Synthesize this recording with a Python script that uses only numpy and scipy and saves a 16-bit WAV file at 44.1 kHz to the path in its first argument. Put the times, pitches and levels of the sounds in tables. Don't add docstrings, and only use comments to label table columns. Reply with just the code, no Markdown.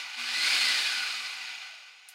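import sys
import numpy as np
from scipy import signal
from scipy.fft import rfft, irfft
from scipy.io import wavfile

SR = 44100
rng = np.random.default_rng(int(sys.argv[2]) if len(sys.argv) > 2 else 0)


def bounce(signal):
    frames = np.transpose(np.atleast_2d(signal))
    limited = np.clip(frames, -1, 1)
    pcm = np.round(limited * 32767).astype(np.int16)
    wavfile.write(sys.argv[1], SR, pcm)


def to_linear_factor(level_db):
    exponent = np.asarray(level_db, float) / 20
    return 10 ** exponent


N = 94638

# [t/s, f/Hz]
MESH_RATE = [(0, 1045), (.165, 854.6), (.25, 1551), (.35, 1952), (.52, 2286), (.7, 1970), (1.0, 1485),
             (1.25, 1137), (1.5, 908.6), (1.75, 663.7), (2.0, 434), (2.15, 353.3)]
# [t/s, level/dB, relative level/dB]
DRIVE_LEVELS = [(0, -36.5, -5.5), (.05, -37.5, -10), (.1, -38, -13), (.16, -39.5, -7.5), (.2, -35, -5),
                (.3, -33, -4.5), (.42, -30.5, 0), (.53, -27, -1), (.67, -29, 0), (.82, -30, -0.5),
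                (.9, -31.5, -2), (1.0, -31.5, -3.5), (1.19, -35.5, -4), (1.4, -38, -7), (1.58, -39, -11.5),
                (1.8, -46.5, -14.5), (1.99, -51.5, -13), (2.15, -51.5, -19)]
# [multiple of mesh rate, relative level/dB, spread/Hz, power of speed it grows with]
WHINE_PARTIALS = [(1, -3.5, 80, 1.72), (2, -7.5, 55, 0.92), (3, -16.5, 96, .6), (4, -17, 210, 1.5)]
# [f/Hz, relative level/dB]
SCUFF_COLOUR = [(35, -89), (60, -73), (146, -46), (678, -25.5), (836, -15.5), (1030, -18.5), (1210, -12),
                (1760, -15), (2440, -3.5), (3160, -10), (6820, -19.5), (7310, -26.5), (15800, -42)]
# [f/Hz, relative level/dB]
RUSH_COLOUR = [(24, -77), (40, -37), (596, -18), (747, -18), (1260, -12.5), (1470, -14), (1660, -3.5),
               (2420, -15), (3190, -2.5), (4640, -2), (5950, -12), (9110, -14), (15800, -31.5)]
# [f/Hz, width/Hz, lift/dB]
HOUSING_RESONANCES = [(718, 80, 4.5), (1170, 16, 5), (1445, 35, 8.5), (1503, 54, 12), (2000, 50, 10),
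                      (2080, 44, 5), (2363, 140, 3.5), (2460, 40, 4.5), (2519, 43, 4), (2785, 105, 3.5),
                      (2971, 27, 10.5), (3697, 220, 3.5), (4230, 240, 6.5), (4605, 88, 5.5), (4800, 113, 5),
                      (5075, 150, 6.5), (6880, 38, 1), (11860, 430, -10)]
# [f/Hz, width/Hz, level relative to the rush/dB]
BOWL_BANDS = [(238, 12.8, -33.5), (312.4, 19, -36.5), (45.6, 40, -41.5)]
# [f/Hz, width/Hz, relative level/dB]
SQUEAL_BANDS = [(6700, 90, -22.5), (769, 27, -22)]
# [f/Hz, level/dB]
HUM_TONES = [(121, -83), (242, -57.5), (363, -71.5)]
# [t/s, level/dB]
TICK_SNAPS = [(2.0873, -33), (2.0881, -33), (2.0905, -40)]


def in_time(rows):
    times, *columns = np.transpose(rows)
    return [np.interp(np.arange(N) / SR, times, values) for values in columns]


def rms_one(x):
    return x / np.sqrt(np.mean(x ** 2) + 1e-20)


def drift(rate_hz):
    pole = np.exp(-2 * np.pi * rate_hz / SR)
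    warm_up = 20000
    noise = rng.standard_normal(N + warm_up)
    return rms_one(signal.lfilter([1], [1, -2 * pole, pole * pole], noise)[warm_up:])


def rough_tone(phase, spread_hz):
    return drift(spread_hz) * np.cos(phase) + drift(spread_hz) * np.sin(phase)


def narrow_bands(rows):
    t = np.arange(N) / SR
    return sum(to_linear_factor(db) * rough_tone(2 * np.pi * hz * t, width_hz) for hz, width_hz, db in rows)


def through_housing(x, colour=((30, 0), (20000, 0))):
    hz = np.fft.rfftfreq(N, 1 / SR) + 1
    colour_hz, colour_db = np.transpose(colour)
    eq_db = np.interp(np.log(hz), np.log(colour_hz), colour_db)
    for peak_hz, width_hz, lift_db in HOUSING_RESONANCES:
        eq_db = eq_db + lift_db / (1 + (2 * (hz - peak_hz) / width_hz) ** 2)
    return irfft(rfft(x) * to_linear_factor(eq_db), N)


def patchy(x):
    depth_db, rate_hz = 0.14, 25
    octaves = np.log2(np.fft.rfftfreq(N, 1 / SR) + 1)
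    spectrum = rfft(x)
    out = 0
    for centre in range(4, 15):
        share = np.clip(1 - np.abs(octaves - centre), 0, 1)
        out = out + irfft(spectrum * share, N) * to_linear_factor(depth_db * drift(rate_hz))
    return out


def hum():
    on_s, off_s, sag_db_per_s = 0.165, 0.445, 37
    t = np.arange(N) / SR
    fade_in = np.clip((t - on_s) / 0.0092, 0, 1)
    fade_out = np.clip((off_s - t) / 0.05, 0, 1)
    tones = sum(to_linear_factor(db) * np.sqrt(2) * np.sin(2 * np.pi * hz * t) for hz, db in HUM_TONES)
    wobble_db = 1.0 * drift(9.6)
    return tones * fade_in * fade_out * to_linear_factor(-sag_db_per_s * (t - on_s) + wobble_db)


def tick():
    low_hz, top_hz = 3850, 13800
    bright_hz, ring_hz, ring_db = 9350, 4300, -10
    wash_db, wash_t60_s = -47, 0.13
    t = np.arange(N) / SR
    out = np.zeros(N)
    for start_s, db in TICK_SNAPS:
        age = np.maximum(t - start_s, 0)
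        snap = np.sin(2 * np.pi * bright_hz * age) * np.exp(-age / 0.00044)
        ring = np.sin(2 * np.pi * ring_hz * age) * np.exp(-age / 0.00092)
        out += to_linear_factor(db) * (snap + to_linear_factor(ring_db) * ring)
    age = t - TICK_SNAPS[0][0]
    band = signal.butter(2, [low_hz, top_hz], "band", fs=SR, output="sos")
    wash = rms_one(signal.sosfilt(band, rng.standard_normal(N)))
    decay = to_linear_factor(wash_db - 60 * np.maximum(age, 0) / wash_t60_s)
    out = out + wash * (age > 0) * decay
    return signal.sosfilt(signal.butter(2, low_hz, "high", fs=SR, output="sos"), out)


def squeal(mesh_hz):
    return narrow_bands(SQUEAL_BANDS) * (1.15 - mesh_hz / mesh_hz.max())


def rush(rush_db):
    air = rms_one(through_housing(rng.standard_normal(N), RUSH_COLOUR))
    return to_linear_factor(rush_db) * (air + narrow_bands(BOWL_BANDS))


def scuffing(mesh_hz):
    idle_per_s, per_tooth, spread_db = 6000, 8.0, 1.5
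    chance = (idle_per_s + per_tooth * mesh_hz) / SR
    sizes = to_linear_factor(spread_db * np.minimum(rng.exponential(1, N), 5)) * rng.choice([-1, 1], N)
    hits = sizes * (rng.random(N) < chance)
    even_hits = hits / np.sqrt(chance)
    return to_linear_factor(-2) * rms_one(through_housing(even_hits, SCUFF_COLOUR))


def whine(mesh_hz):
    teeth_passed = np.cumsum(mesh_hz) / SR
    speed = mesh_hz / mesh_hz.max()
    out = 0
    for multiple, db, spread_hz, power in WHINE_PARTIALS:
        band = rough_tone(2 * np.pi * multiple * teeth_passed, spread_hz)
        out = out + to_linear_factor(db) * speed ** power * band
    return through_housing(out)


def scene():
    mesh_hz, = in_time(MESH_RATE)
    level_db, rush_db = in_time(DRIVE_LEVELS)
    churning = patchy(scuffing(mesh_hz) + rush(rush_db))
    drive = churning + to_linear_factor(-5.5) * whine(mesh_hz) + squeal(mesh_hz)
    shudder_db = 0.62 * drift(35.2)
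    mix = drive * to_linear_factor(level_db + shudder_db) + hum() + tick()
    return mix[None]


def roll_off(x):
    return signal.sosfilt(signal.butter(12, 15940, fs=SR, output="sos"), x)


def record(dry):
    bass_cut = signal.butter(2, 144, "high", fs=SR, output="sos")
    mix = signal.sosfilt(bass_cut, dry)
    return roll_off(mix)


dry = scene()
out = record(dry)
bounce(out)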